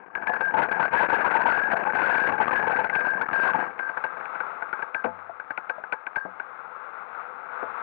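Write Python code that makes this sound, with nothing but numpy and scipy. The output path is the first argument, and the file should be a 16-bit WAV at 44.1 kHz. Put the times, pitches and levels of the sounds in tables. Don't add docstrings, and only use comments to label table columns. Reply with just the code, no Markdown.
import sys
import numpy as np
from scipy import signal
from scipy.fft import rfft, irfft
from scipy.io import wavfile
from scipy.ndimage import uniform_filter1d

SR = 44100
rng = np.random.default_rng(int(sys.argv[2]) if len(sys.argv) > 2 else 0)


def persist_wave(psi):
    counts = np.round(np.clip(psi, -1, 1) * 32767).astype(np.int16)
    wavfile.write(sys.argv[1], SR, np.atleast_2d(counts).T)


N = 344862
TIME = np.arange(N) / SR
LIFT_OFF_S = 3.78


def from_db(db):
    return 10 ** (np.asarray(db) / 20)


def rms_one(x):
    return x / np.sqrt(np.mean(x ** 2) + 1e-20)


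def in_time(rows):
    s, *columns = np.transpose(rows)
    return [np.interp(TIME, s, c) for c in columns]


def drift(rate_hz):
    step, settle = 40, 2000
    pole = np.exp(-2 * np.pi * step * rate_hz / SR)
    noise = rng.standard_normal(N // step + settle + 2)
    slow = signal.lfilter([1], [1, -2 * pole, pole * pole], noise)[settle:]
    return np.interp(np.arange(N) / step, np.arange(len(slow)), rms_one(slow))


def colour(x, spectrum, size=4096):
    hz, db = np.transpose(spectrum)
    grid = np.maximum(np.arange(size // 2 + 1) * SR / size, 1)
    cepstrum = irfft(np.log(from_db(np.interp(np.log(grid), np.log(hz), db))))
    cepstrum[1:size // 2] *= 2
    cepstrum[size // 2 + 1:] = 0
    response = irfft(np.exp(rfft(cepstrum)))
    return signal.fftconvolve(x, response)[:N]


def ring(force, hz, t60):
    r = from_db(-60 / (t60 * SR))
    w = 2 * np.pi * hz / SR
    return signal.lfilter([0, np.sin(w)], [1, -2 * r * np.cos(w), r * r], force + 1e-18)


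def contacts(per_s, spread_db):
    sizes = from_db(spread_db * np.minimum(rng.exponential(1, N), 4)) * rng.choice([-1, 1], N)
    return sizes * (rng.random(N) < per_s / SR)


def evened(x, size=2400):
    power = np.maximum(uniform_filter1d(x ** 2, size), 0)
    return x / np.sqrt(power + 1e-4 * np.mean(x ** 2))


def blow(rise_s, t60):
    t = TIME[:SR // 2]
    shape = (1 - np.exp(-(t / rise_s) ** 2)) * from_db(-60 * t / t60)
    return t, shape / shape.max()


def held(attack_s, hold_s, t60):
    t = TIME[:SR // 2]
    return t, np.minimum(t / attack_s, 1) * from_db(-60 * np.maximum(t - hold_s, 0) / t60)


def add(out, s, sound):
    at = max(round(s * SR), 0)
    out[at:at + len(sound)] += sound[:N - at]


def chatter(per_s, depth_db, t60):
    strikes = np.abs(contacts(per_s, spread_db=2.0))
    knocks = signal.lfilter([1], [1, -from_db(-60 / (t60 * SR))], strikes + 1e-18)
    return evened(np.hypot(1, from_db(depth_db) * rms_one(knocks)), size=4400)


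def pings(per_s, hz, scatter_hz, t60, spread_db):
    out = np.zeros(N)
    t, shape = blow(rise_s=.003, t60=t60)
    t, shape = t[:SR // 10], shape[:SR // 10]
    gaps = rng.uniform(.3, 1.7, 1000)
    draws = rng.standard_normal((1000, 2))
    for s, (pitch, size) in zip(np.cumsum(gaps) / per_s, draws):
        if s < TIME[-1]:
            tone = np.sin(2 * np.pi * (hz + scatter_hz * pitch) * t)
            add(out, s, from_db(spread_db * min(size, 2)) * shape * tone)
    return rms_one(out)


# frequency in Hz, relative level in dB, t60 in seconds.
FRAME_MODES = [(93.6, -11, 1), (178.7, -11.5, 0.41), (265, -17, 0.25), (417, -12, 0.13), (505, 1, 0.25),
               (680.5, -2.5, 0.25), (768.4, -10, 0.12), (865, -1, 0.29), (941, -4, 0.017),
               (1054, -1, 0.044)]


def stirred_frame(force):
    return sum(from_db(db) * rms_one(ring(force, hz, t60)) for hz, db, t60 in FRAME_MODES)


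# time in seconds, relative level in dB.
WIND_LEVEL = [(3.7, -45), (4.0, -38.5), (4.35, -38), (4.9, -42), (5.3, -46.5), (6.2, -46), (6.55, -42.5),
              (7.27, -41), (7.82, -37)]
# frequency in Hz, relative level in dB.
AIR_SPECTRUM = [(40, -38.5), (170, -28), (320, -23), (460, -11), (620, -9.5), (800, -3.5), (875, -1),
                (970, -3.5), (1330, 3.5), (1570, -2.5), (1780, -14.5), (2100, -14.5), (2550, -22),
                (3100, -36), (3520, -34.5), (4400, -48.5), (5000, -62.5), (14000, -87.5)]


def airflow(start_db=-31.0, flutter_db=1.1, grain_db=1.0, hum_db=-16):
    ground_db = np.interp(TIME, [0, LIFT_OFF_S], [start_db, 0])
    eddies = rng.standard_normal(N) * from_db(flutter_db * drift(6.5) + grain_db * drift(200))
    rush = rms_one(colour(eddies, AIR_SPECTRUM))
    hum = stirred_frame(rng.standard_normal(N))
    hum = signal.sosfilt(signal.butter(2, [170, 800], "band", fs=SR, output="sos"), hum)
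    level = from_db(ground_db + in_time(WIND_LEVEL)[0])
    return level * (rush + from_db(hum_db) * rms_one(hum))


# start in seconds, level in dB, nominal pitch of the knock in Hz.
WHEEL_JOLTS = [(.292, -21.5, 725), (0.538, -19, 878), (0.582, -13.5, 933), (0.794, -17.5, 926),
               (0.933, -13.5, 942), (1.002, -15.5, 930), (1.024, -16, 939), (1.126, -11, 883),
               (1.243, -15.5, 950), (1.35, -13, 913), (1.402, -22.5, 958), (1.454, -11.5, 929),
               (1.73, -15.5, 690), (1.868, -23.5, 868), (2.322, -22, 830), (2.399, -14, 854),
               (2.67, -18.5, 870), (2.786, -17, 851), (3.46, -23, 721), (3.544, -19, 873)]
# start in seconds, level in dB, nominal pitch in Hz.
FRAME_KNOCKS = [(2.035, -18, 1380), (2.09, -18, 920), (2.478, -10, 1150), (2.526, -20, 1000),
                (3.285, -16, 1270), (3.486, -19, 1050), (5.293, -32, 697), (5.78, -30, 660)]
# frequency in Hz, relative level in dB.
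KNOCK_SPECTRUM = [(55, -16), (170, 6), (500, 3.5), (900, -5), (1300, -0.5), (2000, -8), (3000, -16.5),
                  (6000, -35.5), (14000, -46)]
JOLT_RISE_S, JOLT_T60_S, KNOCK_T60_S = 0.0024, 0.11, 0.064


def frame(rumble, jolt_db=-2.5, knock_db=3.0, rough_db=-8, waver=0.049, patter_db=-6):
    jolts, tones = np.zeros((2, N))
    bend = np.cumsum(1 + waver * drift(120)) / SR
    for rows, t60, shake_db in (WHEEL_JOLTS, JOLT_T60_S, jolt_db), (FRAME_KNOCKS, KNOCK_T60_S, rough_db):
        t, shape = blow(JOLT_RISE_S, t60)
        for s, db, hz in rows:
            add(jolts, s, from_db(db + shake_db) * shape)
            clock = bend[round(s * SR):][:len(t)]
            add(tones, s, from_db(db) * shape[:len(clock)] * np.sin(2 * np.pi * hz * clock))
    force = contacts(per_s=1500, spread_db=3.0) * chatter(per_s=33, depth_db=10.5, t60=0.051)
    modes = np.zeros(N)
    for k, (hz, db, t60) in enumerate(FRAME_MODES):
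        modes += (-1) ** k * from_db(db) * rms_one(ring(force, hz, t60))
    knocking = rms_one(colour(force, KNOCK_SPECTRUM))
    shake = evened(rms_one(modes) + from_db(knock_db) * knocking, size=1500)
    patter = pings(per_s=40, hz=950, scatter_hz=220, t60=.035, spread_db=4)
    return tones + shake * np.hypot(jolts, rumble) + from_db(patter_db) * patter * rumble


# start in seconds, hold in seconds, level in dB.
RATTLE_BOUTS = [(0.566, 0.031, -14.5), (0.618, 0.017, -10), (0.789, .02, -18.5), (0.81, 0.058, -20),
                (0.919, 0.13, -16.5), (1.082, 0.083, -15.5), (1.183, 0.037, -19.5), (1.241, 0.033, -17.5),
                (1.299, 0.024, -17.5), (1.335, 0.037, -17), (1.4, 0.019, -15.5), (1.46, 0.062, -13),
                (1.527, 0.076, -21), (1.705, 0.02, -14), (1.762, 0.017, -18), (1.936, 0.022, -11.5),
                (1.978, 0.15, -18), (2.137, 0.065, -16.5), (2.255, 0.042, -17.5), (2.398, 0.032, -16.5),
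                (2.507, 0.076, -20), (2.673, 0.062, -23), (2.752, 0.049, -21.5), (2.943, 0.017, -16),
                (2.986, 0.021, -22), (3.043, 0.039, -22.5), (3.331, 0.025, -18.5), (3.386, .11, -20),
                (3.59, 0.026, -28)]
RATTLE_ATTACK_S, RATTLE_T60_S = 0.011, 0.075


def bouts():
    gain = np.zeros(N)
    for s, hold_s, db in RATTLE_BOUTS:
        add(gain, s, from_db(db) * held(RATTLE_ATTACK_S, hold_s, RATTLE_T60_S)[1])
    return gain


# frequency in Hz, relative level in dB, t60 in seconds.
TUBE_MODES = [(1592, 0, .3), (1621, -1, .3), (1680, -2, .15), (2260, -9, .09), (4540, -14, .1),
              (5505, -20, .2)]
# frequency in Hz, relative level in dB.
CLATTER_SPECTRUM = [(30, -27), (200, -1.5), (700, 1), (1200, -2), (1520, 6.5), (1900, -1), (2300, -2.5),
                    (3200, -18), (6000, -10), (14000, -33)]
CLACK_HZ = 1539.5


def fittings(rumble, tube_db=-1.0, spill_db=-13.0, loose_db=-24.5, loose_power=1.36, clack_db=-3, grit_db=-2):
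    loose = from_db(loose_db) * (rumble / rumble.max()) ** loose_power
    rattling = np.hypot(bouts(), loose)
    bounce = chatter(per_s=50, depth_db=10.0, t60=.035)
    force = contacts(per_s=200, spread_db=3.0) * bounce
    tube = evened(sum(from_db(db) * ring(force, hz, t60) for hz, db, t60 in TUBE_MODES), size=1500)
    scratches = contacts(per_s=2200, spread_db=0.0) * bounce
    grit = evened(colour(scratches, CLATTER_SPECTRUM), size=1500)
    clacks = pings(per_s=70, hz=CLACK_HZ, scatter_hz=45, t60=.025, spread_db=3)
    tube_level = np.hypot(from_db(spill_db) * rattling, from_db(tube_db) * rumble)
    return tube_level * tube + rattling * (from_db(grit_db) * grit + from_db(clack_db) * clacks)


# frequency in Hz, relative level in dB.
CASE_RESPONSE = [(30, -18), (500, -6), (920, 1.5), (1250, -3.5), (1650, -6.5), (2600, -7.5), (3100, -15),
                 (4650, -31), (5000, -48.5), (5700, -40.5), (7000, -50.5), (8300, -35.5), (11500, -32),
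                 (14000, -54.5)]
OVERLOAD_DB, KNEE = -17.5, 40


def camera(shaking):
    drive = np.abs(shaking) / from_db(OVERLOAD_DB)
    return colour(shaking / (1 + drive ** KNEE) ** (1 / KNEE), CASE_RESPONSE)


# start in seconds, hold in seconds, level in dB, nominal pitch in Hz.
TUBE_RINGS = [(0.147, 0.012, -29, 1646), (0.269, 0.007, -19, 1700), (0.306, 0.14, -29, 1619),
              (0.418, 0.038, -17.5, 1600), (0.714, 0.012, -20.5, 1627), (.933, 0.018, -19.5, 1524),
              (0.964, 0.023, -13, 1675), (1.204, 0.024, -24.5, 1630), (1.301, 0.017, -36, 1630),
              (1.467, 0.09, -26.5, 1594), (1.552, 0.11, -22, 1642), (2.105, 0.019, -16.5, 1677),
              (2.157, 0.12, -20, 1618), (2.547, 0.034, -20, 1673), (2.741, 0.008, -21.5, 1579),
              (2.927, 0.19, -21.5, 1597), (3.219, 0.017, -30.5, 1700), (3.34, 0.0097, -11.5, 1600),
              (3.4, 0.046, -15, 1590), (3.612, 0.023, -27.5, 1580), (3.796, 0.067, -25, 1577),
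              (4.955, 0.021, -26, 1574), (6.172, 0.017, -23, 1595)]
RING_ATTACK_S, RING_T60_S = 0.0067, 0.29


def singing(waver=0.0026, flicker_db=4.0, partner_hz=72, partner_db=-11):
    out = np.zeros(N)
    clock = np.cumsum(1 + waver * drift(14)) / SR
    for s, hold_s, db, hz in TUBE_RINGS:
        t, shape = held(RING_ATTACK_S, hold_s, RING_T60_S)
        at = round(s * SR)
        turn = 2 * np.pi * (clock[at:][:len(t)] - clock[at])
        tone = np.sin(hz * turn) + from_db(partner_db) * np.sin((hz + partner_hz) * turn)
        add(out, s, from_db(db) * shape * tone)
    return out * from_db(flicker_db * drift(60))


def shimmer(level_db=-33, follows=.6, t60=.33, top_db=4.0):
    out = np.zeros(N)
    for s, hold_s, db, _ in TUBE_RINGS:
        t, shape = held(RING_ATTACK_S, hold_s, t60)
        pitches = [mode[0] + 20 * rng.standard_normal() for mode in TUBE_MODES[-2:]]
        lower, upper = (np.sin(2 * np.pi * hz * t) for hz in pitches)
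        add(out, s, from_db(level_db + follows * db) * shape * (lower + from_db(top_db) * upper))
    return out


# start in seconds, tick level in dB, clack level in dB.
FITTING_CLANKS = [(0.152, -16, -14.5), (0.222, -31, -23), (.271, -5, -11), (0.333, -28, -10.5),
                  (0.361, -33, -17), (0.406, -33.5, -6.5), (.538, -43, -15.5), (0.713, -27, 0),
                  (2.843, -16, -8.5), (2.897, 4, -15.5), (2.954, -8, -16.5), (3.211, -29, -7),
                  (3.329, -40, -8), (3.792, -16.5, -16.5), (3.892, -28, -19.5), (3.97, -43, -14),
                  (4.038, -46, -8.5), (4.167, -45, -22), (4.207, -33, -23), (4.256, -21, -28.5),
                  (4.352, -25, -22.5), (4.402, -32, -14), (4.621, -39, -17.5), (4.727, -30, -14.5),
                  (4.79, -42.5, -23.5), (4.823, -24, -15.5), (4.946, -5, -13), (5.041, -23.5, -17.5),
                  (5.058, -20, -23), (5.396, -41, -23), (5.504, -40, -17), (5.576, -11.5, -17.5),
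                  (5.696, -19, -12), (5.835, -49, -23), (5.924, -12, -8), (6.067, -18.5, -20.5),
                  (6.158, -20, -9.5), (6.398, -27, -19.5), (7.626, -30, -28)]
CLACK_SCATTER_HZ, TICK_HZ, TICK_SCATTER_HZ = 35, 2240, 112


def clanks(scrape_db=-10.5, thud_db=-25, delay_s=0.0015, ring_db=-21, body_db=-21, body_hz=880, body_t60=0.11):
    out, scrape, thud, strikes = np.zeros((4, N))
    t, tick = blow(rise_s=0.00014, t60=0.0072)
    t, clack = blow(rise_s=0.0026, t60=0.022)
    draws = rng.standard_normal((len(FITTING_CLANKS), 2))
    for (s, tick_db, db), (high, low) in zip(FITTING_CLANKS, draws):
        tick_tone = np.sin(2 * np.pi * (TICK_HZ + TICK_SCATTER_HZ * high) * t)
        clack_tone = np.sin(2 * np.pi * (CLACK_HZ + CLACK_SCATTER_HZ * low) * t)
        add(out, s, from_db(tick_db) * tick * tick_tone)
        add(out, s + delay_s, from_db(db) * clack * clack_tone)
        add(scrape, s, from_db(db + scrape_db) * blow(rise_s=0.0019, t60=0.048)[1])
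        add(thud, s + delay_s, from_db(db + thud_db) * blow(rise_s=0.011, t60=0.05)[1])
        add(strikes, s + delay_s, from_db([db]))
    noise = rng.standard_normal((2, N))
    out += scrape * rms_one(colour(noise[0], CLATTER_SPECTRUM))
    out += thud * rms_one(stirred_frame(noise[1]))
    out += from_db(body_db) * ring(strikes, body_hz, body_t60)
    for hz, db, t60 in TUBE_MODES:
        uneven = strikes * rng.standard_normal(N)
        out += from_db(db + ring_db) * ring(uneven, hz, t60)
    return out


LEVEL_DIPS = [1.75, 1.848, 1.929, 2.453, 2.464, 2.489, 2.505, 2.888, 3.253, 3.273, 3.281, 3.295, 3.308]
DROPOUT_S = 0.006


def dropouts(depth_db=-40.0, size=60):
    gain = np.ones(N)
    for s in LEVEL_DIPS:
        gain[np.abs(TIME - s) < DROPOUT_S / 2] = from_db(depth_db)
    return uniform_filter1d(uniform_filter1d(gain, size), size)


def rigging(tick_db=-42.0, settle_s=1.37):
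    ticks = evened(colour(contacts(per_s=70, spread_db=4.0), CLATTER_SPECTRUM), size=6000)
    settle = (TIME > LIFT_OFF_S) * np.exp((LIFT_OFF_S - TIME) / settle_s)
    return settle * from_db(tick_db) * ticks


# start in seconds, blow level in dB, boom level in dB, boom pitch in Hz.
SOFT_THUMPS = [(5.043, -23, -22, 234), (6.251, -36, -33.5, 188), (7.626, -35, -34.5, 431)]


def thumps(soft_hz=720, scuff_db=10.0, scuff_t60=0.11, low_hz=450, boom_t60=0.17):
    force, scuff, boom = np.zeros((3, N))
    for s, db, boom_db, hz in SOFT_THUMPS:
        add(force, s, from_db([db]))
        add(scuff, s, from_db(db + scuff_db) * blow(rise_s=0.0011, t60=scuff_t60)[1])
        t, shape = blow(JOLT_RISE_S, boom_t60)
        add(boom, s, from_db(boom_db) * shape * np.sin(2 * np.pi * hz * t))
    modes = np.zeros(N)
    for k, (hz, db, t60) in enumerate(FRAME_MODES):
        modes += (-1) ** k * from_db(db) * ring(force, hz, t60)
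    modes = signal.sosfilt(signal.butter(2, 140, "high", fs=SR, output="sos"), modes)
    grain = colour(rng.standard_normal(N), KNOCK_SPECTRUM)
    grain = signal.sosfilt(signal.butter(2, low_hz, "high", fs=SR, output="sos"), grain)
    padding = signal.butter(2, soft_hz, fs=SR, output="sos")
    return boom + signal.sosfilt(padding, modes + scuff * rms_one(grain))


# time in seconds, level in dB.
WHEEL_SHAKE = [(0, -46.5), (.13, -51), (.18, -39.5), (.52, -37.5), (.8, -33), (.9, -38.5), (1.0, -35),
               (1.68, -32.5), (2.0, -30), (2.31, -28.5), (2.365, -35), (2.42, -29.5), (2.65, -30),
               (2.88, -34), (3.31, -35), (3.62, -30.5), (3.75, -48)]


def scene():
    rolling = np.interp(TIME, [LIFT_OFF_S, LIFT_OFF_S + 0.25], [1, 0])
    rumble = rolling * from_db(in_time(WHEEL_SHAKE)[0])
    shaking = frame(rumble) + fittings(rumble) + singing() + shimmer() + clanks() + rigging() + thumps()
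    left = 2 * (camera(shaking) + airflow()) * dropouts()
    return np.array([left, np.zeros(N)])


def record(dry):
    return signal.sosfilt(signal.cheby2(12, 60, 15000, fs=SR, output="sos"), dry)


dry = scene()
out = record(dry)
persist_wave(out)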